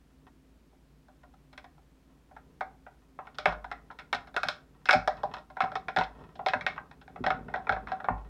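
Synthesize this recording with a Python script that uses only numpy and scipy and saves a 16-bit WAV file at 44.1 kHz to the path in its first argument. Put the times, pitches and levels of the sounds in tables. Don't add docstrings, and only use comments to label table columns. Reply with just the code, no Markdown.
import sys
import numpy as np
from scipy import signal
from scipy.fft import rfft, irfft, next_fast_len
from scipy.io import wavfile
from scipy.ndimage import map_coordinates

SR = 44100
rng = np.random.default_rng(int(sys.argv[2]) if len(sys.argv) > 2 else 0)


def master(y):
    cut = np.clip(np.atleast_2d(y).T, -1, 1)
    pcm = np.round(cut * 32767)
    wavfile.write(sys.argv[1], SR, pcm.astype(np.int16))


N = 365588

# start in seconds, plate peak in dB, board and splinter peaks in dB above it.
CRACKS = [(0.73, -66, 9, -13), (1.0843, -51.5, 0, -12), (1.2338, -51, 1, -12), (1.3374, -55, 3, -11),
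          (1.5298, -47, -6, -4.5), (1.5774, -36, -7, -4.5), (1.643, -41.5, -3.5, -12),
          (1.7784, -55, 0, -13), (2.3126, -48.5, 2, -33), (2.3655, -39, -6, -23), (2.609, -23, -0.5, -16.5),
          (2.8654, -40.5, -1.5, -29), (3.1895, -30, -3.5, -35), (3.271, -40.5, -5.5, -12.5),
          (3.346, -53, -11, 5), (3.3857, -26, -6, 1.5), (3.457, -9.5, -4, -13), (3.5241, -31, -4, -13.5),
          (3.6443, -30, -4, -16), (3.7151, -26.5, -5, -11.5), (3.9035, -35, -9.5, -57),
          (3.912, -45.5, -6, -6), (3.9888, -34, -23, -6.5), (3.9958, -39, -6, -4),
          (4.129, -16.5, -10.5, -4.5), (4.1475, -28, -5.5, -1.5), (4.2725, -43.5, -1.5, -9),
          (4.343, -39, 3, -7), (4.365, -17, -9, -6.5), (4.433, -17, -10, -6), (4.472, -37, -17, -5),
          (4.4858, -17.5, -9, 0.5), (4.8566, -29.5, -11.5, -1), (4.8729, -35, -46, -12),
          (4.8885, -9, -22, -15.5), (4.8924, -7, -16, -17), (4.9096, -12, -9, -1), (4.9297, -13, -2.5, -4),
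          (4.9364, -11, -5.5, -10.5), (5.0762, -14, 1.5, -11), (5.17, -51, -5, 1.5),
          (5.234, -28.5, 11, -9.5), (5.3393, -29, -6.5, -5), (5.3853, -47, 0, 2),
          (5.5014, -43, -0.5, -12.5), (5.569, -28, -2.5, -23.5), (5.6056, -14.5, -4.5, -13),
          (5.6194, -23, -17, -13.5), (5.6394, -29.5, 8, -10), (5.7184, -32.5, 0, -12),
          (5.7548, -24.5, -1, -6), (5.884, -23, -5, -12), (5.9634, -20.5, 2.5, -4.5),
          (5.9713, -14.5, -10, -11), (5.9874, -16, -2.5, -6.5), (6.0114, -16.5, -5, -16),
          (6.0366, -50, -25, 15.5), (6.3554, -50, 5.5, 1.5), (6.3928, -32, 3.5, -28),
          (6.4628, -17.5, 0.5, -4), (6.485, -21.5, -11, -1), (6.5355, -14.5, -6, -14.5),
          (6.6104, -28.5, -30, -8), (6.6655, -15, -13.5, -5.5), (6.779, -25.5, -15.5, -51),
          (6.9129, -42.5, -6.5, -9.5), (7.014, -47, -4, -4.5), (7.0788, -41.5, -1.5, -10.5),
          (7.1606, -36, 0, -22), (7.2406, -22, -2, -12), (7.2649, -12, -4.5, -12), (7.3044, -15, -5, -14.5),
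          (7.4838, -34, -5, -22.5), (7.5403, -20.5, -3, -20), (7.5592, -28.5, 5, -11.5),
          (7.6703, -27.5, -8, -23), (7.6939, -13.5, -4, -14), (7.7238, -22.5, -5, -10.5),
          (7.7648, -25.5, -3.5, -61), (7.872, -29, -14, -19), (7.9184, -23.5, -0.5, -14.5),
          (8.0024, -33.5, -1, -20), (8.0442, -27, -2, -17.5), (8.086, -13.5, -6, -40.5)]
PLATE_MODES_HZ = [890, 1044, 1295, 1396, 1410, 1501, 1595, 1863, 2137, 2238, 2540]
# frequency in Hz, relative level in dB, 60 dB decay time in seconds.
BOARD_MODES = [(429, -15.5, 0.067), (607.2, -7.5, 0.1), (717.2, -9.5, 0.11), (761.4, -1.5, 0.11),
               (805, -4, 0.072), (989.4, -8, 0.047)]
# centre in Hz, width in Hz, relative level in dB.
SPLINTER_BANDS = [(2320, 760, 0.5), (3408, 605, 10.5), (4204, 680, 7.5), (5253, 370, 8.5)]
# time in seconds, favoured frequency in Hz.
SPLINTER_PITCH = [(3.4, 4100), (4.4, 4040), (4.9, 5160), (5.3, 4140), (6.7, 3520)]
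# centre in Hz, width in Hz, relative level in dB.
SPRAY_BANDS = [(7200, 6500, -5), (13000, 4900, -5.5)]
# time in seconds, level offset in dB.
SPRAY_OFFSET = [(1.5, -13), (3.3, -22), (4.2, -17), (5.1, -21), (5.9, -28), (6.5, -28), (8, -43.5)]
# start in seconds, knock peak in dB, boom peak in dB relative to the knock.
THUMPS = [(0.328, -61, -28), (1.097, -63, -13), (3.47, -33.5, -6.5), (4.138, -43.5, -11), (4.451, -40, -25),
          (4.95, -26.5, -16), (5.624, -35.5, -30), (5.975, -28.5, -19), (6.549, -36, -27),
          (7.202, -30.5, -18.5), (7.36, -40, -8), (7.7, -37, -5.5), (8.099, -29, -6)]
# frequency in Hz, relative level in dB, 60 dB decay time in seconds.
COUNTER_MODES = [(103, -7.5, 0.24), (170.5, -4, 0.19), (249, 0, 0.12), (374, -4.5, 0.065)]
# time in seconds, level of the fine crunch in dB.
CRUNCH_LEVEL = [(0.17, -81), (0.28, -63), (0.34, -97), (1.9, -81.5), (2.47, -63.5), (3.1, -75.5),
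                (3.5, -56), (3.9, -64.5), (4.779, -65), (4.968, -66.5), (5.3, -45), (5.48, -73.5),
                (5.651, -51.5), (6.13, -60), (6.22, -45), (6.36, -61.5), (6.599, -48.5), (6.95, -63),
                (7.3, -55), (7.6, -51), (7.9, -49), (8.29, -57)]
# frequency in Hz, 60 dB decay time in seconds.
ROOM_DECAY = [(400, 0.37), (1000, 0.29), (3000, 0.21), (7000, 0.24), (14000, 0.067)]
# frequency in Hz, relative spectral density in dB.
AIR_SPECTRUM = [(41, -20), (70, -3), (88, -20.5), (262, -11.5), (394, -19.5), (744, -26.5), (913, -27.5),
                (16000, -48.5)]
# centre in Hz, width of each of two resonators in Hz, rms level in dB.
HUM_BANDS = [(56.6, 4.9, -77), (146, 28, -69.5), (263.6, 6.1, -70.5)]

PLATE_HZ, PLATE_T60_S = 1788, 0.017
BRITTLE_RISE, BOARD_FALL = 0.016, 0.03
MAIN_SLIP_S = 0.001
CLEAN_AT_DB, CLEAN_SLOPE = -19.5, 0.21
BOOM_HZ, BOOM_T60_S = 52, 0.77
RUB_DB, RUB_AT_CRUNCH_DB, RUB_SLOPE = -58, -56.5, 0.83
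SHOVE_S, SHOVE_HALF_S, SHOVE_DB = 7.35, 0.16, 12.8
AIR_DB, MAINS_HZ, MAINS_DB = -64, 54, -65
TOP_HZ = 15900


def shell_cracks():
    out, t = np.zeros(N), np.arange(SR // 10) / SR
    clicks = fragment_clicks()
    decay = amp(-60 * t / 0.057) + amp(-16 - 60 * t / 0.11)
    for start, db, board_db, splinter_db in CRACKS:
        slips = rng.standard_normal(len(t)) ** 3 * decay
        slips[round(MAIN_SLIP_S * SR)] = np.linalg.norm(slips) * amp(CLEAN_SLOPE * (db - CLEAN_AT_DB))
        spray_offset_db, splinter_hz = at_time(SPRAY_OFFSET, start), at_time(SPLINTER_PITCH, start)
        shell, board = slip_responses(clicks, board_db, splinter_db, spray_offset_db, splinter_hz)
        direct = sum(amp(level) * peaked(signal.fftconvolve(slips, part)) for level, part in shell)
        add(out, start - MAIN_SLIP_S, amp(db) * direct)
        add(out, start, amp(db) * board)
        add(out, start, amp(db - 7) * reverberation(superposed(shell, amp(-7.5) * board[:len(t)])))
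    return out


def slip_responses(clicks, board_db, splinter_db, spray_offset_db, splinter_hz):
    t = np.arange(SR // 5) / SR
    spray, splinter_clicks = clicks
    pitch_hz = PLATE_HZ * np.exp(BRITTLE_RISE * splinter_db - BOARD_FALL * board_db)
    detuning = np.log(np.array(PLATE_MODES_HZ) / pitch_hz)
    mode_db = -15.4 * detuning ** 2 - 12 * detuning
    modes = [(hz, db, PLATE_T60_S) for hz, db in zip(PLATE_MODES_HZ, mode_db)]
    plate = ringing(modes, t[:SR // 40], attack_s=0.00029, scatter_db=2.0, scatter_turns=0.17)
    board = ringing(BOARD_MODES, t, attack_s=0.002, scatter_db=3.5, scatter_turns=0.057)
    splinters = sum(amp(-30 * np.log(hz / splinter_hz) ** 2) * click
                    for (hz, _, _), click in zip(SPLINTER_BANDS, splinter_clicks))
    spray_db = 0.62 * splinter_db + spray_offset_db
    shell = [(0, peaked(plate)), (splinter_db, peaked(splinters)), (spray_db, peaked(spray))]
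    return shell, amp(board_db) * peaked(board)


def fragment_clicks():
    def click(bands, top_hz):
        def response(f):
            high_pass = 1j * f / (1800 + 1j * f)
            return resonances(bands)(f) * high_pass / (1 + 1j * f / top_hz) ** 2
        return filtered(signal.unit_impulse(SR // 40), response)
    splinters = [(-1) ** k * click([band], top_hz=4540) for k, band in enumerate(SPLINTER_BANDS)]
    return click(SPRAY_BANDS, top_hz=18000), splinters


def superposed(shell, board):
    both = board.copy()
    add(both, 0, sum(amp(level) * part for level, part in shell))
    return both


def counter_thumps():
    out, t = np.zeros(N), np.arange(SR // 2) / SR
    for start, db, boom_db in THUMPS:
        knock = peaked(ringing(COUNTER_MODES, t, attack_s=0.0046, scatter_db=4.5, scatter_turns=0.17))
        boom = peaked(ringing([(BOOM_HZ, 0, BOOM_T60_S)], t, attack_s=0.015))
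        add(out, start, amp(db) * (knock + amp(boom_db) * boom))
    return out


def shell_crunch():
    t = np.arange(N) / SR
    slips = random_impulses(per_second=150, spread_db=5.8)
    slips *= amp(1.17 * map_coordinates(rng.standard_normal(200), [t * 14]))
    shell, board = slip_responses(fragment_clicks(), board_db=-8, splinter_db=-11,
                                  spray_offset_db=-19.5, splinter_hz=3980)
    direct = signal.fftconvolve(slips, superposed(shell, board))[:N]
    return amp(at_time(CRUNCH_LEVEL, t)) * unit(direct + amp(0.5) * reverberation(direct)[:N])


def board_rubbing():
    t = np.arange(N) / SR
    shove_db = SHOVE_DB * np.exp(-((t - SHOVE_S) / SHOVE_HALF_S) ** 2)
    rub_db = RUB_DB + RUB_SLOPE * (at_time(CRUNCH_LEVEL, t) - RUB_AT_CRUNCH_DB) + shove_db
    lumps = random_impulses(per_second=600, spread_db=0.49)
    rub = filtered(lumps, resonances([(62, 9.6, -2.5), (161.4, 81, 2), (274, 46, 1.0), (433, 74, 1)]))
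    rub = filtered(rub, lambda f: 1 / (1 + 1j * f / 500) ** 2)
    return amp(rub_db) * unit(rub)


def reverberation(x):
    hz, t, spectrum = signal.stft(rng.standard_normal(SR // 4), SR, nperseg=256)
    decay = amp(-60 * t / at_frequency(ROOM_DECAY, hz)[:, None])
    tail = signal.istft(spectrum * decay, SR, nperseg=256)[1]
    return signal.fftconvolve(np.pad(x, (150, 0)), tail / np.linalg.norm(tail))


def kitchen_background():
    air = filtered(rng.standard_normal(N), lambda f: amp(at_frequency(AIR_SPECTRUM, f)))
    out = amp(AIR_DB) * unit(air)
    for hz, width, db in HUM_BANDS:
        hum = filtered(rng.standard_normal(N), lambda f: resonances([(hz, width, 0)])(f) ** 2)
        out += amp(db) * unit(hum)
    mains = np.sin(2 * np.pi * MAINS_HZ * np.arange(N) / SR)
    return out + amp(MAINS_DB) * unit(mains)


def ringing(modes, t, attack_s, scatter_db=0, scatter_turns=0):
    tones = np.zeros(len(t))
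    for hz, db, t60 in modes:
        envelope = amp(db + rng.normal(0, scatter_db) - 60 * t / t60)
        tones += envelope * np.sin(2 * np.pi * (hz * t + rng.normal(0, scatter_turns)))
    return tones * (1 - np.exp(-t / attack_s)) ** 2


def resonances(bands):
    return lambda f: sum((-1) ** k * amp(db) * 1j * f * width / (hz * hz - f * f + 1j * f * width)
                         for k, (hz, width, db) in enumerate(bands))


def random_impulses(per_second, spread_db):
    occurs = rng.random(N) < per_second / SR
    return occurs * rng.standard_normal(N) * amp(spread_db * rng.exponential(size=N))


def filtered(x, response):
    size = next_fast_len(len(x) + 8192)
    return irfft(rfft(x, size) * response(np.fft.rfftfreq(size, 1 / SR)), size)[:len(x)]


def at_time(points, seconds):
    return np.interp(seconds, *np.transpose(points))


def at_frequency(points, hz):
    knots_hz, values = np.transpose(points)
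    return np.interp(np.log(hz + 1), np.log(knots_hz + 1), values)


def add(track, start_s, sound):
    part = track[round(start_s * SR):][:len(sound)]
    part += sound[:len(part)]


def amp(db):
    return 10 ** (np.asarray(db) / 20)


def unit(x):
    return x / np.sqrt(np.mean(x ** 2) + 1e-20)


def peaked(x):
    return x / (np.max(np.abs(x)) + 1e-20)


def scene():
    return (shell_cracks() + counter_thumps() + shell_crunch() + board_rubbing() + kitchen_background())[None]


def record(dry):
    return filtered(dry[0], lambda hz: hz < TOP_HZ)[None]


dry = scene()
out = record(dry)
master(out)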